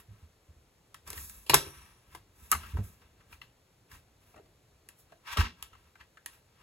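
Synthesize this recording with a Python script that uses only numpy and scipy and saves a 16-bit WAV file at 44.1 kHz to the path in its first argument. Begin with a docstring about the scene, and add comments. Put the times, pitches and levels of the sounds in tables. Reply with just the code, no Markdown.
"""A plastic case, a screwdriver and screws click and knock as they are handled on a rubber mat on a bench.
Each impact excites the damped modes of the shell; the screwdriver lands once and its steel rings on.
The wooden bench top thuds under the weight, and sliding fingers and plastic make friction noise.
The small, quiet room adds a short reverberation and a hush. A phone just above the bench hears it all
through two ports, the treble reaching the right side about ten samples early and inverted."""
import sys
import numpy as np
from scipy import signal
from scipy.fft import rfft, irfft, next_fast_len
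from scipy.io import wavfile
from scipy.ndimage import uniform_filter1d

SR = 44100
rng = np.random.default_rng(int(sys.argv[2]) if len(sys.argv) > 2 else 0)


def wrap_up_sound(samples):
    """Save the sound to the file named by the first command line argument, as 16-bit audio."""
    columns = np.atleast_2d(samples).T
    # keep every value between -1 and 1, then stretch to whole-number steps
    tamed = np.clip(columns, -1, 1)
    steps = np.round(tamed * 32767).astype(np.int16)
    wavfile.write(sys.argv[1], SR, steps)


N = 291942
PADDED = next_fast_len(N)

# impacts on the case; the hollow, crack and spot levels are relative to the mid-band peak
# (t/s, mid-band peak level/dB, hollow level/dB, crack level/dB, rattle T60/s, spot f/Hz, spot level/dB)
IMPACTS = [(0.944, -38.5, -39, 4, 0.026, 1810, -22), (1.076, -39.5, -2, 6, 0.056, 1160, -12.5),
           (1.1033, -36, -5.5, 13.5, 0.02, 1200, -9), (1.1302, -36, -2.5, 6, 0.033, 2050, -11),
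           (1.1769, -34.5, -8, -8, 0.03, 2180, -3), (1.2972, -46, -15, 20, 0.012, 2770, -10),
           (1.4639, -44.5, -4.5, 0, 0.26, 3160, -0.5), (1.4961, -10, -3.5, -2.5, 0.055, 3900, -13),
           (1.5338, -13, 2, -22, 0.053, 1016, -1.5), (1.5427, -5, -4.5, 7, 0.031, 970, -9.5),
           (1.6635, -42, -2, -3, 0.074, 330, -2.5), (2.1489, -38, -0.5, 1.5, 0.061, 996, 1.5),
           (2.5158, -21, -25, 16.5, 0.037, 1260, 2.5), (2.523, -29, -3.5, -21, 0.06, 1263, 13.5),
           (2.5481, -29, -7, -29, 0.027, 1107, 3), (2.6319, -45.5, -39, -22.5, 0.12, 1300, 5),
           (2.7694, -41, 8.5, -7, 0.043, 1240, -6), (2.786, -47.5, 6, -32.5, 0.06, 193.3, 12),
           (3.022, -62, -14.5, -16, 0.031, 947, -1), (3.2079, -61.5, -13, -22, 0.026, 1640, 6),
           (3.3273, -43.5, -26.5, -16, 0.027, 2460, -1), (3.4152, -36, -22.5, -13.5, 0.033, 2093, -6.5),
           (3.9155, -48.5, -15.5, 3, 0.046, 1660, 1.5), (4.3406, -58.5, 11, -34.5, 0.05, 621, 6.5),
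           (4.3606, -57.5, 11.5, -35.5, 0.04, 630, 11.5), (4.3745, -58, 8.5, -35, 0.04, 690, 10),
           (4.3850, -63.5, 8, -26, 0.04, 640, 12), (4.3945, -63, 12, -31, 0.025, 402, 8.5),
           (4.4596, -61, 4.5, -13, 0.028, 623, -4), (4.8881, -42, -10.5, 9.5, 0.024, 1980, -14),
           (5.1201, -55, 12, -31, 0.036, 645, 12.5), (5.3614, -40, 2.5, -29, 0.045, 1330, -1),
           (5.3711, -20, -5, -9, 0.045, 1300, -3), (5.6259, -31, -19, 9, 0.016, 2740, -6.5),
           (5.7305, -56.5, -1.5, -30.5, 0.039, 1330, 8), (5.7513, -53.5, -14, -26.5, 0.023, 1080, 7.5),
           (5.9544, -49.5, -21, -21, 0.026, 1430, 2), (6.0068, -46.5, -15, -37, 0.037, 1866, 2),
           (6.171, -59, -16.5, -27, 0.042, 1574, 12.5), (6.2603, -32.5, -14.5, 9.5, 0.025, 2630, -7.5)]
# resonances of the plastic shell (f/Hz, bandwidth/Hz, level/dB)
SHELL_MODES = [(420, 180, 0), (1003, 210, 6), (1336, 140, 4), (1602, 140, 2.5), (1890, 150, 1),
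               (2210, 290, -2), (2699.5, 230, 0.5), (3320, 620, -5.5), (4050, 300, -5), (4869, 1300, -9.5),
               (6670, 630, -16), (6850, 900, -18)]
# bright bands of a hard contact (f/Hz, bandwidth/Hz, level/dB)
CONTACT_BANDS = [(9240, 2400, 2), (13000, 670, -2.5)]
# mode clusters of the steel screwdriver (f/Hz, level/dB, T60/s)
STEEL_MODES = [(3000, -8, .4), (5780, -4, .9), (7300, -7, .6), (8400, -6, .8), (9100, 2, .3),
               (10350, -5, .95), (11800, -6, .6), (12900, -3, .8)]
LANDING_S = (1.48, 1.56)  # the impacts in this span ring the screwdriver
# thuds of the bench top (t/s, peak level/dB, f/Hz, T60/s, rise/s)
THUDS = [(0.083, -45.5, 103.7, 0.165, 0.036), (0.222, -51, 82, 0.17, 0.0063),
         (0.486, -52, 74.6, 0.09, 0.0083), (0.559, -54.5, 72.5, 0.14, 0.0096),
         (1.157, -48, 85.85, 0.15, 0.022), (1.199, -49.5, 79.4, 0.17, 0.008),
         (1.366, -51.5, 53.52, 0.2, 0.011), (1.496, -38, 140.8, 0.45, 0.017),
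         (1.536, -28.5, 143.1, 0.17, 0.0079), (1.66, -46.5, 87, 0.13, 0.0033),
         (1.761, -59, 68.4, 0.07, 0.0079), (2.408, -49.5, 58.5, 0.25, 0.01), (2.541, -35, 70.8, 0.1, 0.02),
         (2.735, -28.5, 76.65, 0.054, 0.016), (2.784, -25, 99.5, 0.15, 0.0075),
         (3.921, -49, 80.3, 0.22, 0.01), (5.379, -24, 82.24, 0.185, 0.0076), (5.409, -28, 58, 0.13, 0.014),
         (5.71, -61.5, 56.5, 0.15, 0.011)]
# resonances of the bench (f/Hz, bandwidth/Hz, level/dB)
BENCH_MODES = [(59.4, 38, 5), (90, 30, -2), (162, 27, -15.5)]
# rubbing strokes and, at 1.6 and 1.732 s, the noisy fading tail of the screwdriver's landing
# (t/s at full level, 20 dB rise/s, hold/s, 20 dB fall/s, scrape level/dB, hiss level/dB, rumble level/dB)
SWELLS = [(0.0, .01, .002, 0.044, -60.5, -56, -56), (0.124, 0.086, 0.11, .1, -73, -76.5, -70.5),
          (1.07, 0.013, 0.12, 0.089, -54.5, -54, -49.5), (1.183, 0.08, 0.021, 0.26, -60.5, -42, -50),
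          (1.337, 0.078, 0.034, 0.25, -67, -62, -68), (1.6, .02, 0.065, 0.11, -51.5, -57, -59),
          (1.732, 0.056, 0.08, 0.28, -58.5, -64, -56), (2.13, 0.085, 0.031, .07, -63, -64, -61),
          (2.403, 0.082, 0.14, 0.033, -66.5, -59, -58.5), (2.588, 0.052, 0.073, 0.3, -54.5, -57, -50),
          (2.84, 0.024, .04, 0.11, -66, -55, -57), (3.025, 0.038, 0.0049, .1, -64.5, -78.5, -64),
          (3.198, 0.033, 0.0044, .08, -68, -88.5, -65), (3.327, 0.046, 0.0059, 0.053, -57.5, -58, -52.5),
          (3.918, .03, 0.026, 0.066, -56, -56, -60.5), (4.221, 0.039, 0.12, .08, -73.5, -71.5, -81),
          (4.36, 0.048, .005, 0.068, -72.5, -80.5, -60.5), (4.993, 0.039, 0.0053, 0.054, -76, -59, -74),
          (5.125, 0.077, .005, 0.057, -68.5, -77, -67), (5.277, 0.028, 0.068, .05, -42.5, -55.5, -70),
          (5.332, 0.041, 0.0043, 0.016, -39, -47, -50), (5.38, 0.0082, 0.033, 0.04, -32, -44.5, -34.5),
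          (5.44, 0.026, 0.016, .05, -38, -63, -52), (5.6, 0.11, 0.02, 0.025, -65.5, -75.5, -60.5),
          (5.732, 0.027, .005, 0.12, -66, -80.5, -59), (5.8, .05, 0.084, .05, -71.5, -76.5, -66.5),
          (6.007, .03, 0.0054, 0.038, -57, -87, -58), (6.334, 0.054, .01, .07, -61.5, -60, -68),
          (6.605, 0.13, 0.018, .1, -67, -79, -75)]
SETTLE_DB, SETTLE_FALL_S = (-21, -27.5, -28), 0.058  # scrape, hiss and rumble relative to an impact
SHAKE_DB, SHAKE_FALL = -4.5, 0.21  # rumble relative to a thud; fall as a fraction of its T60
# reverberation time of the room (f/Hz, T60/s)
ROOM_T60 = [(100, 0.047), (300, 0.44), (1000, 0.078), (4000, 0.25), (12000, 0.14)]
# spectral density of the hush (f/Hz, relative level/dB)
HUSH_SPECTRUM = [(18, -33.5), (30, -5.5), (114, -7), (220, -18), (435, -16.5), (796, -21.5), (908, -23),
                 (1240, -25), (11000, -33.5), (13500, -35), (15800, -37.5)]
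# phase lag of the right port; above 5 kHz it is about ten samples early and inverted (f/Hz, phase/rad)
PORT_PHASE = [(0, 0), (950, .4), (1700, -1.1), (3050, 1.7), (4300, 0), (5000, -3.5), (16000, -19.2)]
# likeness of the two ports (f/Hz, coherence from 0 to 1)
PORT_COHERENCE = [(100, .98), (300, .92), (700, .62), (3000, .6), (5300, .7), (7000, .99)]
# level difference between the ports (f/Hz, left minus right level/dB)
PORT_BALANCE = [(200, -.5), (600, 2), (1300, 3.3), (2500, 2.8), (5000, .8), (8000, 0)]


def case_clicks(size=4096, rise_s=.0008, first_touch=3.1):
    """Impact excitation: a rattle of contacts drives the shell's modes; hard contact adds treble."""
    t, hz = np.arange(size) / SR, bins(size)
    clicks, landing = np.zeros((2, PADDED + size))
    for start_s, db, hollow_db, crack_db, t60, spot_hz, spot_db in IMPACTS:
        # a soft contact starts more slowly and touches more weakly
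        onset = 1 - np.exp(-t / (rise_s * undb(-0.3 * crack_db)))
        rattle = rng.standard_normal(size) * onset * undb(-60 * (t / max(t60, .003)) ** 0.75)
        rattle[8] += first_touch * undb(min(crack_db, 0) / 2)
        # each struck spot drives the modes in its own proportions
        shell = resonances(SHELL_MODES, hz, 3 * rng.standard_normal((len(SHELL_MODES), 1)))
        hollow = filtered(rattle, shell * lowpass(hz, 1100))
        mid = filtered(rattle, shell * highpass(hz, 1200) * lowpass(hz, 14000 * undb(0.4 * crack_db)))
        spot = filtered(rattle, resonances([(spot_hz, 0.1 * spot_hz, 0)], hz))
        treble = highpass(hz, 8800) / (1 + (hz / 15000) ** 8)
        crack = filtered(rattle, treble * (1 + resonances(CONTACT_BANDS, hz)))
        parts = (hollow, hollow_db), (mid, 0), (spot, spot_db), (crack, crack_db)
        click = sum(undb(db + part_db) * part / np.abs(part).max() for part, part_db in parts)
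        i = int(start_s * SR)
        clicks[i:i + size] += click
        if LANDING_S[0] < start_s < LANDING_S[1]:
            landing[i:i + size] += click
    return clicks[:PADDED] + screwdriver_ring(landing[:PADDED])


def screwdriver_ring(blows, gain_db=-24, spread=.013):
    """Beating: the blows excite clusters of closely spaced steel modes, which shimmer as they decay."""
    t, ring = np.arange(SR // 2) / SR, 0
    for hz, db, t60 in STEEL_MODES:
        cluster_hz = hz * (1 + spread * rng.standard_normal((10, 1)))
        ring = ring + undb(db - 60 * t / t60) * np.sin(2 * np.pi * cluster_hz * t).sum(axis=0)
    return undb(gain_db) * convolved(blows, ring)


def bench_thuds(size=16384, sag=0.02):
    """Damped oscillation: soft pushes swing the bench top, its pitch sagging slightly at the start."""
    thuds, t = np.zeros(PADDED + size), np.arange(size) / SR
    for start_s, db, hz, t60, rise_s in THUDS:
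        cycles = np.cumsum(hz * (1 + sag * np.exp(-t / 0.007))) / SR
        swing = (1 - np.exp(-t / max(rise_s, .002))) * undb(-60 * t / max(t60, .03))
        i = int(start_s * SR)
        thuds[i:i + size] += undb(db) * swing / swing.max() * np.sin(2 * np.pi * cycles)
    return thuds[:PADDED]


def handling_noise():
    """Sliding friction: uneven slips scrape and hiss, the bench rumbles; also the landing's noisy tail."""
    hz = bins(PADDED)
    slips = rng.standard_normal(PADDED) * undb(1.2 * rng.exponential(size=PADDED) + 1.5 * waver(80))
    shell = resonances(SHELL_MODES, hz)
    # sustained rubbing lets the modes build up and stand out
    emphasis = np.abs(shell * undb(3.0 * np.log2(hz / 1000))) ** 0.6
    scrape = unit_rms(filtered(slips, shell * emphasis * highpass(hz, 700) ** 2))
    treble = highpass(hz, 7000) * (1 + 0.5 * resonances([(11300, 3000, 0.0075)], hz))
    hiss = unit_rms(filtered(slips, treble))
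    bench = resonances(BENCH_MODES, hz) * lowpass(hz, 250)
    rumble = unit_rms(filtered(rng.standard_normal(PADDED), bench))
    scrape_gain, hiss_gain, rumble_gain = handling_envelopes()
    return scrape_gain * scrape + hiss_gain * hiss + rumble_gain * rumble


def handling_envelopes():
    """Incoherent addition: the swells, parts sliding to rest and the shaken bench sum in power."""
    settles = [(s + 0.0027, .004, 0, SETTLE_FALL_S, *np.add(db, SETTLE_DB)) for s, db, *_ in IMPACTS]
    shakes = [(s + rise_s, rise_s, .012, SHAKE_FALL * t60, -np.inf, -np.inf, db + SHAKE_DB)
              for s, db, _, t60, rise_s in THUDS]
    power = np.zeros((3, PADDED))
    for peak_s, rise_s, hold_s, fall_s, *levels_db in SWELLS + settles + shakes:
        first = max(int((peak_s - 3 * rise_s) * SR), 0)
        last = min(int((peak_s + hold_s + 3 * fall_s) * SR), PADDED)
        t = np.arange(first, last) / SR - peak_s
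        drop_db = 20 * np.maximum(np.maximum(-t / rise_s, (t - hold_s) / fall_s), 0)
        power[:, first:last] += undb(np.array(levels_db)[:, None] - drop_db) ** 2
    return np.sqrt(power)


def reverberation(direct, gain_db=-8, rise_s=0.0017):
    """Diffuse field: each octave band of the room's noise-like tail decays at its own rate."""
    t = np.arange(SR // 2) / SR
    hz, tail = bins(len(t)), 0
    for centre_hz in 125 * 2. ** np.arange(8):
        band = filtered(rng.standard_normal(len(t)), np.exp(-2 * np.log2(hz / centre_hz) ** 2))
        tail = tail + band * undb(-60 * t / curve(ROOM_T60, centre_hz))
    return undb(gain_db) * convolved(direct, tail * (1 - np.exp(-t / rise_s)))


def hush(level_db=-65.5):
    """Noise floor: room and microphone give a steady broadband hush whose bass wavers."""
    hz = bins(PADDED)
    noise = unit_rms(filtered(rng.standard_normal(PADDED), undb(curve(HUSH_SPECTRUM, hz))))
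    bass = filtered(noise, 1 / (1 + (hz / 250) ** 2))
    return undb(level_db) * (noise - bass + bass * undb(2.5 * waver(6)))


def resonances(modes, hz, extra_db=0):
    """Modal superposition: second-order resonators sum, neighbours in opposite sign."""
    centre, width, db = np.transpose(modes)[:, :, None]
    gain = undb(db + extra_db) * (-1.) ** np.arange(len(centre))[:, None]
    return np.sum(gain * 1j * hz * width / (centre ** 2 - hz ** 2 + 1j * hz * width), axis=0)


def highpass(hz, edge_hz):
    """Critically damped second-order high-pass response."""
    return (1j * hz / (edge_hz + 1j * hz)) ** 2


def lowpass(hz, edge_hz):
    """Critically damped second-order low-pass response."""
    return 1 / (1 + 1j * hz / edge_hz) ** 2


def filtered(x, response):
    """Linear filtering as a product of spectra."""
    return irfft(rfft(x) * response, len(x))


def convolved(x, impulse):
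    """Convolution with an impulse response scaled to unit energy."""
    return signal.fftconvolve(x, impulse / np.sqrt(np.sum(impulse ** 2)))[:PADDED]


def waver(rate_hz):
    """Random modulation: held values, smoothed twice, at unit rms."""
    hold = int(SR / rate_hz)
    steps = np.repeat(rng.standard_normal(PADDED // hold + 1), hold)
    return unit_rms(uniform_filter1d(uniform_filter1d(steps, hold), hold)[:PADDED])


def curve(table, hz):
    """Interpolation on a logarithmic frequency axis."""
    table_hz, values = np.transpose(table)
    return np.interp(np.log(hz), np.log(table_hz), values)


def bins(size):
    """Frequencies of a spectrum, at least 1 Hz."""
    return np.maximum(np.arange(size // 2 + 1) * SR / size, 1)


def undb(db):
    """Amplitude ratio of a level."""
    return 10 ** (np.asarray(db) / 20)


def unit_rms(x):
    """Normalisation to an rms of 1."""
    return x / np.sqrt(np.mean(x ** 2))


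def scene():
    """Superposition: direct sound, reverberation and hush at two ports, each with its own fine detail."""
    ports = []
    for _ in range(2):
        direct = case_clicks() + bench_thuds() + handling_noise()
        ports.append((direct + reverberation(direct) + hush())[:N])
    return np.array(ports)


def record(dry, top_hz=16000):
    """Partial coherence: the right port shares the left's sound, phase-shifted; both are band-limited."""
    hz = bins(PADDED)
    coherence = curve(PORT_COHERENCE, hz)
    phase_shift = np.exp(-1j * np.interp(hz, *np.transpose(PORT_PHASE)))
    tilt = undb(curve(PORT_BALANCE, hz) / 2)
    left, right_own = rfft(dry, PADDED) * highpass(hz, 25) ** 2 / (1 + (hz / 15600) ** 16)
    right = (coherence * left + np.sqrt(1 - coherence ** 2) * right_own) * phase_shift
    stereo = irfft([left * tilt, right / tilt], PADDED)[:, :N]
    top_cut = signal.ellip(10, .2, 45, top_hz, fs=SR, output="sos")
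    return signal.sosfilt(top_cut, np.clip(stereo, -1, 1))


dry = scene()
out = record(dry)
wrap_up_sound(out)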